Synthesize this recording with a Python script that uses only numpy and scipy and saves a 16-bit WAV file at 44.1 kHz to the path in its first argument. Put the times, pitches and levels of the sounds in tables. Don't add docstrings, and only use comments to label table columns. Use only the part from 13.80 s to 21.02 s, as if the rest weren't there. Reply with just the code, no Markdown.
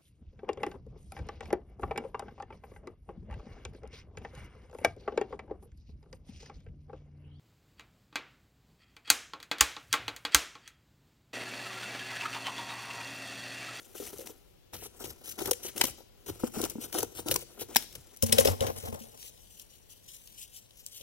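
import sys
import numpy as np
from scipy import signal
from scipy.fft import rfft, irfft, next_fast_len
from scipy.io import wavfile
from scipy.ndimage import uniform_filter1d, map_coordinates

SR = 44100
rng = np.random.default_rng(int(sys.argv[2]) if len(sys.argv) > 2 else 0)


def to_wav(sig):
    pcm = np.clip(np.atleast_2d(sig), -1, 1) * 32767
    pcm = np.round(pcm).astype(np.int16)
    wavfile.write(sys.argv[1], SR, pcm.T)


def boost_factor(decibels):
    exponent = np.asarray(decibels, float) / 20
    return 10 ** exponent


N = 318402
TIME = np.arange(N) / SR

# frequency in Hz, width in Hz, relative level in dB.
SHEET_MODES = [(231, 37, -3.5), (330, 38, 2.5), (400, 44.3, 3), (485, 26.2, 2), (550, 86, -5),
               (772, 110, -8), (953, 87, -10.5), (1377, 205, -12)]
# frequency in Hz, width in Hz, relative level in dB.
TABLE_MODES = [(92.8, 13.5, 3), (148, 7.8, -31), (225, 11.9, -5), (461, 48.5, 0), (528, 52, -0.5),
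               (540.4, 27, -1.5), (813, 145, -15.5), (985, 56, -21.5), (1036, 27, -19)]
# frequency in Hz, density in dB per Hz.
FIBRE_COLOUR = [(700, -52), (1300, -10), (2000, -4), (2800, -4.5), (5000, -3.5), (8000, -4), (12000, -0.5),
                (14500, -1.5), (15800, -0.5)]
# frequency in Hz, density in dB per Hz.
STRIP_COLOUR = [(1000, -23.5), (2300, -8.5), (2950, -1), (4000, -1.5), (5100, -0.5), (5850, -1),
                (6600, -1.5), (10000, -1), (15800, 0.5)]


def unit(x):
    return x / np.sqrt(np.mean(x ** 2) + 1e-20)


def along(points, hz):
    f, v = np.transpose(points)
    return np.interp(np.log(hz + 1), np.log(f + 1), v)


def wobble(rate):
    knots = rng.standard_normal(int(N * rate / SR) + 4)
    return map_coordinates(knots, [TIME * rate])


def filtered(x, response):
    m = next_fast_len(x.shape[-1] + SR // 4)
    hz = np.fft.rfftfreq(m, 1 / SR)
    return irfft(rfft(x, m) * response(hz), m)[..., :x.shape[-1]]


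def resonances(modes, hz):
    total = 0
    for k, (centre, width, db) in enumerate(modes):
        peak = 1j * hz * width / (centre * centre - hz * hz + 1j * hz * width)
        total = total + (-1) ** k * boost_factor(db) * peak
    return total


def ported(x, lead):
    both = np.array([x, x]) if x.ndim == 1 else x
    return filtered(both, lambda hz: np.exp(.5j * along(lead, hz) * [[1], [-1]]))


def pair(size, alike, lag):
    shared, own = rng.standard_normal(size + 128), rng.standard_normal((2, size))
    delayed = np.interp(np.arange(size) + 64 - lag, np.arange(size + 128), shared)
    both = np.array([unit(shared[64:64 + size]), unit(delayed)])
    alike = np.clip(alike, 0, 1)
    return np.sqrt(alike) * both + np.sqrt(1 - alike) * own


def paper(x, spectrum):
    # frequency in Hz, width in Hz, level in dB.
    port_modes = [(3000, 300, -4), (3950, 200, -8), (5860, 300, 0), (7500, 300, -4), (8400, 200, -6),
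                  (9700, 550, -3), (11800, 300, -3), (14000, 300, -5)]
    return filtered(x, lambda hz: boost_factor(along(spectrum, hz)) * (.55 + .9 * np.abs(resonances(port_modes, hz))))


def air():
    # frequency in Hz, density in dB per Hz.
    floor = [(15, -12), (30, 5.5), (60, -1), (130, -4), (250, -13), (520, -9), (800, -20), (1300, -26),
             (2200, -23.5), (3000, -21), (6000, -27.5), (9000, -33), (12000, -28), (16000, -25.5)]
    # frequency in Hz, left-right likeness (1 is mono).
    likeness = [(60, 0.54), (250, 0.67), (600, 0.61), (1500, 0.23), (3000, 0.21), (8000, 0.33)]
    # frequency in Hz, radians by which left leads.
    phase_lead = [(40, -9), (130, 3), (300, -1.6), (600, -3.5), (1200, 2), (6000, -5.5), (9000, 9)]

    def turn(hz):
        return np.arccos(np.clip(along(likeness, hz), -1, 1)) / 2

    noise = rng.standard_normal((2, N))
    mid, side = filtered(noise, lambda hz: boost_factor(along(floor, hz)) * [np.cos(turn(hz)), np.sin(turn(hz))])
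    hum = boost_factor(-78.0 + 0.52 * wobble(3.1)) * np.sin(2 * np.pi * 120 * TIME)
    rumble = boost_factor(-61.5 + 0.81 * wobble(0.91)) * unit(np.array([mid + side, mid - side]))
    return ported(rumble + hum, phase_lead)


def rubbing():
    # time in seconds, hiss level in dB, body level in dB.
    rustle = [(0, -56.5, -65.5), (.1, -60, -60.5), (.55, -66.5, -63.5), (.9, -83, -78), (1.1, -65, -64),
              (2.1, -56, -60.5), (2.3, -76, -74), (2.6, -56.5, -61), (3.6, -60.5, -60.5), (4.3, -61, -67),
              (4.7, -53.5, -41.5), (5.1, -59, -59), (5.3, -59.5, -58.5), (5.66, -58.5, -71),
              (6.0, -64.5, -77.5), (6.5, -55, -82), (6.87, -65.5, -85), (7.22, -52, -73)]
    # start in seconds, length in seconds, then hiss, body and sway level in dB at the stroke's end.
    cuts = [(.145, 0.16, -45, -52.5, -62), (.32, .03, -52.5, -53.5, -53), (.35, 0.079, -52.5, -63, -75),
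            (.45, 0.056, -50.5, -59, -76), (.922, 0.034, -47, -47.5, -47), (.955, 0.072, -52, -60.5, -64),
            (1.02, 0.048, -48.5, -60, -60), (1.155, 0.031, -62.5, -64, -57),
            (1.19, 0.12, -47, -50.5, -52.5), (1.435, 0.085, -43, -56, -60), (1.575, .12, -43.5, -42.5, -48),
            (1.825, 0.069, -39.5, -51.5, -56), (1.955, 0.13, -39, -41.5, -49.5),
            (2.17, 0.048, -62.5, -62, -72), (2.457, 0.043, -42, -45.5, -42), (2.53, 0.029, -64, -57, -59),
            (2.59, 0.057, -53, -57.5, -60), (2.63, 0.042, -47.5, -42.5, -51), (2.73, 0.13, -41, -40, -46),
            (2.88, 0.038, -50.5, -62, -70), (3.0, 0.05, -40, -47, -51.5), (3.12, .085, -35, -34, -52),
            (3.205, 0.031, -41.5, -44, -44), (3.345, 0.055, -41.5, -48, -48.5),
            (3.455, 0.1, -41.5, -40, -45), (3.58, 0.046, -47.5, -59, -73),
            (3.785, 0.038, -37, -46.5, -53.5), (3.88, 0.11, -53, -50.5, -60),
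            (3.97, 0.066, -47.5, -56, -60), (4.12, 0.064, -65.5, -57.5, -49.5)]
    # start in seconds, length in seconds, then hiss and body level in dB at the scuff's end.
    scuffs = [(4.425, 0.098, -44, -47), (4.53, 0.035, -40, -37.5), (4.59, 0.028, -34.5, -33.5),
              (4.65, 0.053, -40.5, -28.5), (4.81, 0.1, -48.5, -39.5), (4.96, 0.092, -51, -50.5),
              (5.05, .05, -54, -46), (5.125, 0.031, -56, -40), (5.19, 0.042, -54.5, -60.5)]
    # start in seconds, length in seconds, final hiss level in dB.
    swipes = [(5.37, 0.12, -49), (5.68, .12, -56), (5.88, .08, -57), (6.08, 0.049, -52), (6.26, 0.09, -50),
              (6.435, 0.014, -56), (6.56, 0.075, -44), (6.7, 0.09, -51.5), (6.79, 0.037, -61),
              (6.96, 0.043, -57), (7.05, 0.036, -54.5), (7.11, 0.064, -48)]
    put_down_s, lifted_s = 4.38, 5.3

    s, *levels = np.transpose(rustle)
    cut = strokes(cuts, rise_s=0.0079, fade_s=0.0087, swell_db=3.5)
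    scuff = strokes(scuffs, rise_s=0.0014, fade_s=0.021, swell_db=-4.5)
    hands = np.array([boost_factor(np.interp(TIME, s, c)) for c in levels])
    hiss, body = hands + cut[:2] + scuff
    hiss = hiss + strokes(swipes, rise_s=.02, fade_s=0.0076, swell_db=6.5)[0]

    clumps = 1.1 * wobble(40) + 2.1 * wobble(150)
    fibres = (rng.random(N) < 250 / SR) * boost_factor(3.4 * rng.exponential(size=N))
    spikes = np.convolve(fibres, np.exp(-np.arange(200) / 30))[:N]
    crackle = 1 + .4 * np.minimum(spikes, 5) * (TIME < lifted_s)
    noise = pair(N, alike=0.94, lag=8 + 9 * wobble(1.2))
    grit = patchy(crackle * boost_factor(clumps + 0.85 * wobble(1800)) * noise, depth_db=2)

    strip = np.clip((TIME - lifted_s) / .1, 0, 1)
    pan = boost_factor(0.5 * strip * [[-.5], [.5]])
    colour = unit(paper(grit, FIBRE_COLOUR)) * (1 - strip) + unit(paper(grit, STRIP_COLOUR)) * strip

    drag = boost_factor(clumps + 3.94 * wobble(80)) * pair(N, alike=0.87, lag=0)
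    damped = [(hz, 2.03 * w, db - 5 * (hz < 300) + 5 * (hz > 600)) for hz, w, db in TABLE_MODES]
    board = unit(filtered(drag, lambda hz: resonances(SHEET_MODES, hz)))
    wood = unit(filtered(drag, lambda hz: resonances(damped, hz)))
    held = TIME < put_down_s
    return hiss * pan * colour, body * board * held + sway(cut[2]), body * wood * ~held


def patchy(x, depth_db):
    z = signal.stft(x, nperseg=256)[2]
    field = uniform_filter1d(rng.standard_normal(z.shape[1:]), size=8, axis=0)
    field = uniform_filter1d(field, size=6, axis=1)
    return signal.istft(z * boost_factor(depth_db * unit(field)), nperseg=256)[1][:, :N]


def strokes(rows, rise_s, fade_s, swell_db):
    out = np.zeros((len(rows[0]) - 2, N))
    for s, length, *levels in rows:
        t = np.clip(TIME - s, 0, None)
        rise = 1 - np.exp(-(t / rise_s) ** 2)
        swell = boost_factor(swell_db * (np.minimum(t / length, 1) - 1))
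        fade = np.exp(-np.clip(t - length, 0, None) / fade_s)
        out += boost_factor(np.array(levels))[:, None] * rise * swell * fade
    return out


def sway(push):
    # frequency in Hz, width in Hz, relative level in dB.
    flex_modes = [(50, 40, -5.5), (93.4, 26, 0), (127.4, 39, -3.5)]
    lag_s = 0.032
    flex = unit(filtered(rng.standard_normal(N), lambda hz: resonances(flex_modes, hz)))
    late = filtered(push, lambda hz: 1 / (1 + 2j * np.pi * hz * lag_s))
    return late * boost_factor(0.78 * wobble(16)) * flex


def knock(modes, rise_s):
    t = np.arange(SR // 4) / SR
    ring = 0
    for hz, w, db in modes:
        tone = np.sin(2 * np.pi * (hz * t + rng.normal(0, 0.18)))
        ring = ring + boost_factor(db) * np.exp(-np.pi * w * t) * tone
    ring = ring * (1 - np.exp(-(t / rise_s) ** 2))
    return ring / np.abs(ring).max()


def sheet():
    # start in seconds, peak level in dB, leading mode in Hz, upper modes in dB.
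    booms = [(0.2, -32, 400, -15), (0.3305, -36.5, 410, 3), (.39, -34, 485, -22), (.405, -39, 485, -14),
             (.42, -42, 494, -14), (0.4693, -41, 330, 16), (.496, -43, 430, -2), (.9333, -35.5, 330, 23),
             (1.023, -39, 430, 7), (1.2422, -31.5, 370, 7), (1.279, -45, 370, 4), (1.5871, -34.5, 410, 8),
             (1.622, -44, 390, 15), (1.6593, -30.5, 360, 9.5), (1.712, -19.5, 520, 9.5),
             (1.8485, -33, 370, 7.5), (1.9538, -41.5, 230, -18), (2.0115, -22, 360, 24.5),
             (2.0396, -20, 260, 9), (2.204, -44.5, 520, 9), (2.4715, -41, 350, 6.5),
             (2.498, -31.5, 400, -5), (2.635, -16.5, 230, 0), (2.7707, -27.5, 230, -13.5),
             (2.801, -30, 240, -11), (2.8352, -23.5, 340, 4), (2.9543, -29.5, 230, -3.5),
             (2.9812, -30.5, 240, -4.5), (3.2286, -24.5, 320, 7), (3.3926, -39, 390, 10),
             (3.46, -29.5, 320, 4), (3.513, -24.5, 530, -6), (3.5581, -23, 470, 16), (3.624, -42.5, 470, 6),
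             (3.8158, -29, 440, -6.5), (3.958, -15.5, 230, 21.5), (4.1536, -43.5, 540, 3)]
    boom_width_hz = 36
    out = np.zeros(N + SR)
    for s, db, lead_hz, upper_db in booms:
        modes = []
        for hz, w, level in SHEET_MODES:
            woken_db = upper_db if hz > 600 else -3 - 9 * abs(np.log2(hz / lead_hz))
            modes.append((hz * (1 + rng.normal(0, 0.042)), w, level + woken_db + rng.normal(0, 2.9)))
        ring = knock(modes + [(lead_hz, boom_width_hz, 0)], rise_s=0.0014)
        out[round(s * SR):][:len(ring)] += boost_factor(db) * ring
    return out[:N]


def burst(length, alike, grain_db, tail_s):
    t = np.arange(SR // 12) / SR
    length = max(length, .0008)
    swell = 1 - np.exp(-(t / (0.1 * length)) ** 2)
    shape = swell * (np.exp(-(t / length) ** 3) + 0.19 * np.exp(-t / tail_s))
    ragged = boost_factor(grain_db * np.interp(t * 900, np.arange(100), rng.standard_normal(100)))
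    open_rms = np.sqrt(np.sum((shape * ragged) ** 2) / np.sum(shape ** 2))
    return pair(len(t), alike, lag=rng.uniform(-19.5, 33.73)) * shape * ragged / open_rms


def cracks(rows):
    out = np.zeros((2, N + SR))
    for s, db, length, tilt_db in rows:
        lift = boost_factor(tilt_db)
        noise = burst(length, alike=0.83, grain_db=3, tail_s=0.0097)
        crack = filtered(noise, lambda hz: 1 + (lift - 1) / (1 + (hz / 4500) ** 6))
        out[:, round(s * SR):][:, :crack.shape[1]] += boost_factor(db) * crack
    return out[:, :N]


def fractures():
    # start in seconds, level in dB before the paper colour, length in seconds,
    # lift below 4.5 kHz in dB.
    snaps = [(.3821, -39, .0086, -19), (.4031, -42, 0.012, -19), (.4699, -36.5, 0.0072, 2),
             (.9329, -38.5, .015, 7.5), (1.2382, -37.5, 0.022, 7), (1.5096, -37, 0.021, -7),
             (1.5864, -36, 0.012, 8.5), (1.6153, -33, 0.014, 2), (1.6572, -26, 0.0055, 2.5),
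             (1.6722, -30, .0069, -0.5), (1.7101, -14, 0.0084, -6.5), (1.7311, -26.5, 0.0061, 1.5),
             (1.9775, -27, 0.0077, -0.5), (2.0104, -15.5, 0.01, 9.5), (2.0364, -18, 0.008, 0),
             (2.0503, -23.5, 0.007, 3), (2.0793, -37.5, 0.033, -31), (2.4614, -42, 0.0022, -5.5),
             (2.7847, -36, 0.0041, -8.5), (2.8146, -24.5, .006, -5), (2.8395, -24.5, 0.0024, 10),
             (2.8505, -25, 0.0036, 1), (2.897, -30, 0.0095, -14), (3.1275, -29.5, 0.0017, 4),
             (3.1838, -23, 0.0099, 0.5), (3.2287, -23.5, 0.0059, -9), (3.4851, -19.5, .0023, -1),
             (3.511, -17.5, 0.013, 0.5), (3.541, -20.5, 0.0042, -9), (3.5589, -18.5, 0.0063, 1),
             (3.8093, -32.5, 0.0058, -15), (3.948, -30.5, .0027, 4.5), (3.959, -12.5, 0.0058, 7),
             (3.966, -6.5, 0.0031, 2), (4.1246, -43.5, 0.0062, -1), (4.1516, -34, 0.0076, 4.5)]
    clatter = [(4.363, -43.5, 0.0029, 1.5), (4.3691, -40, .0057, -12.5), (4.4241, -13.5, 0.0046, -7),
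               (4.4294, -20.5, 0.015, -15), (4.461, -28, 0.014, -14.5), (4.522, -16.5, 0.013, 7),
               (4.5816, -18, 0.012, 9.5), (4.5946, -18.5, 0.019, -11), (4.6472, -23, 0.017, 4.5),
               (4.671, -22.5, .008, 9), (4.688, -39, .013, 9.5), (4.8063, -27.5, 0.0063, 10.5),
               (4.819, -35, 0.011, 4), (4.866, -45, 0.0039, -2), (4.8663, -32.5, 0.011, 7)]
    creases = [(5.3748, -45.5, 0.003, 5.5), (5.4277, -43.5, 0.0024, 13.5), (5.7958, -41.5, 0.0075, 0),
               (5.8138, -45, 0.012, -6.5), (6.473, -45.5, 0.0042, 8.5), (6.7716, -48, 0.0043, 1),
               (6.9073, -57, .0029, 17.5), (7.04, -53, .003, -1.5), (7.0639, -26.5, 0.0011, -3),
               (7.211, -50, 0.0013, 20.5)]
    return paper(cracks(snaps + clatter), FIBRE_COLOUR) + paper(cracks(creases), STRIP_COLOUR)


def blades():
    # start in seconds, level in dB, favoured pitch in Hz.
    clinks = [(3.511, -57, 4210), (3.965, -34.5, 5900), (4.423, -35.5, 7400), (4.525, -16.5, 9450),
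              (4.584, -31, 7130), (4.651, -33, 8600), (4.673, -33, 6590)]
    # frequency in Hz, relative level in dB, 60 dB decay time in seconds.
    steel = [(4000, -2, 0.11), (5240, 15.5, 0.059), (5550, 1, 0.0784), (5800, -5.5, 0.036),
             (7400, 2, 0.032), (8190, 4.5, 0.042), (9520, -4, 0.039), (10800, 10, 0.029),
             (11700, -3, 0.0412), (13900, -7, .03)]
    out, t = np.zeros((2, N + SR)), np.arange(SR // 3) / SR
    for s, db, centre_hz in clinks:
        for hz, level, t60 in steel:
            flutter = 2.7 * np.interp(t * 300, np.arange(110), rng.standard_normal(110))
            tone = np.sin(2 * np.pi * (hz * t + rng.random((2, 1))) + flutter)
            tone = tone * (1 - np.exp(-t / 0.00073))
            favour_db = -25 * abs(np.log2(hz / centre_hz))
            gain = boost_factor(db + level + favour_db + rng.normal(0, 2.2) - 60 * t / t60)
            out[:, round(s * SR):][:, :len(t)] += gain * tone
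    return out[:, :N]


def table():
    # start in seconds, peak level in dB, modes under 180 Hz in dB, modes at 180-300 Hz in dB.
    landings = [(4.4283, -15, -7, 1), (4.492, -27.5, 3.5, 10), (4.5257, -17, -28.5, -4.5),
                (4.5845, -8, -20.5, -5), (4.6536, -11, -17.5, -14.5), (4.6714, -19.5, -10, -9),
                (4.699, -22, 3, -6), (4.8081, -18.5, -11.5, -11.5), (4.823, -22, -16, -9),
                (4.8683, -28, -20, -25), (4.895, -26.5, -9, -5.5), (5.0354, -31, -5.5, -7),
                (5.0843, -34.5, -2.5, 5.5), (5.1308, -36, -18, 10), (5.155, -36.5, -8, 6.5),
                (5.2068, -38, -6, 11), (7.205, -48, -8, -2)]
    out = np.zeros(N + SR)
    for s, db, deep_db, low_db in landings:
        modes = []
        for hz, w, level in TABLE_MODES:
            struck_db = deep_db if hz < 180 else low_db if hz < 300 else 0
            modes.append((hz, w, level + struck_db + rng.normal(0, 2.16)))
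        ring = knock(modes, rise_s=0.0025)
        out[round(s * SR):][:len(ring)] += boost_factor(db) * ring
    return out[:N]


def room(x):
    # frequency in Hz, 60 dB decay time in seconds.
    decay = [(150, 0.67), (1000, 0.22), (5000, 0.6), (14000, 0.23)]
    hz, t, z = signal.stft(rng.standard_normal((2, SR // 2)), SR, nperseg=256)
    tail = signal.istft(z * boost_factor(-60 * t / along(decay, hz)[:, None]), SR, nperseg=256)[1]
    late = np.pad(x, ((0, 0), (200, 0)))
    return signal.fftconvolve(late, tail / np.linalg.norm(tail[0]), axes=1)[:, :N]


def scene():
    # frequency in Hz, radians by which left leads.
    sheet_lead, table_lead = [(40, 0.55), (150, -0.96), (450, -1.3), (700, -1), (1000, 1), (1600, -0.029)], [(40, -1.2), (90, -1.5), (130, -1.6), (300, -2.3),
                                                  (600, -2.2), (1500, -2.8)]
    hiss, board, wood = rubbing()
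    sheet_body = ported(board + sheet(), sheet_lead)
    bright = fractures() + blades()
    table_body = ported(wood + table(), table_lead)
    near = hiss + bright + sheet_body + table_body
    return near + boost_factor(-19.0) * room(near) + air()


def low_pass(x):
    return signal.sosfilt(signal.butter(12, 16990, fs=SR, output="sos"), x)


def record(dry):
    # frequency in Hz, left over right in dB.
    left_over_right = [(40, 2), (300, 3), (1300, 5), (3000, 6), (8000, 7.5), (15000, 5)]
    shelf_hz, top_hz = 15800, 16900
    ports = filtered(dry, lambda hz: boost_factor(along(left_over_right, hz) * [[.5], [-.5]] - 37 * (hz > shelf_hz)))
    ports = ports / (1 + np.abs(ports / .8) ** 4) ** .25
    mix = filtered(ports, lambda hz: hz < top_hz)
    return low_pass(mix)


dry = scene()
out = record(dry)
to_wav(out)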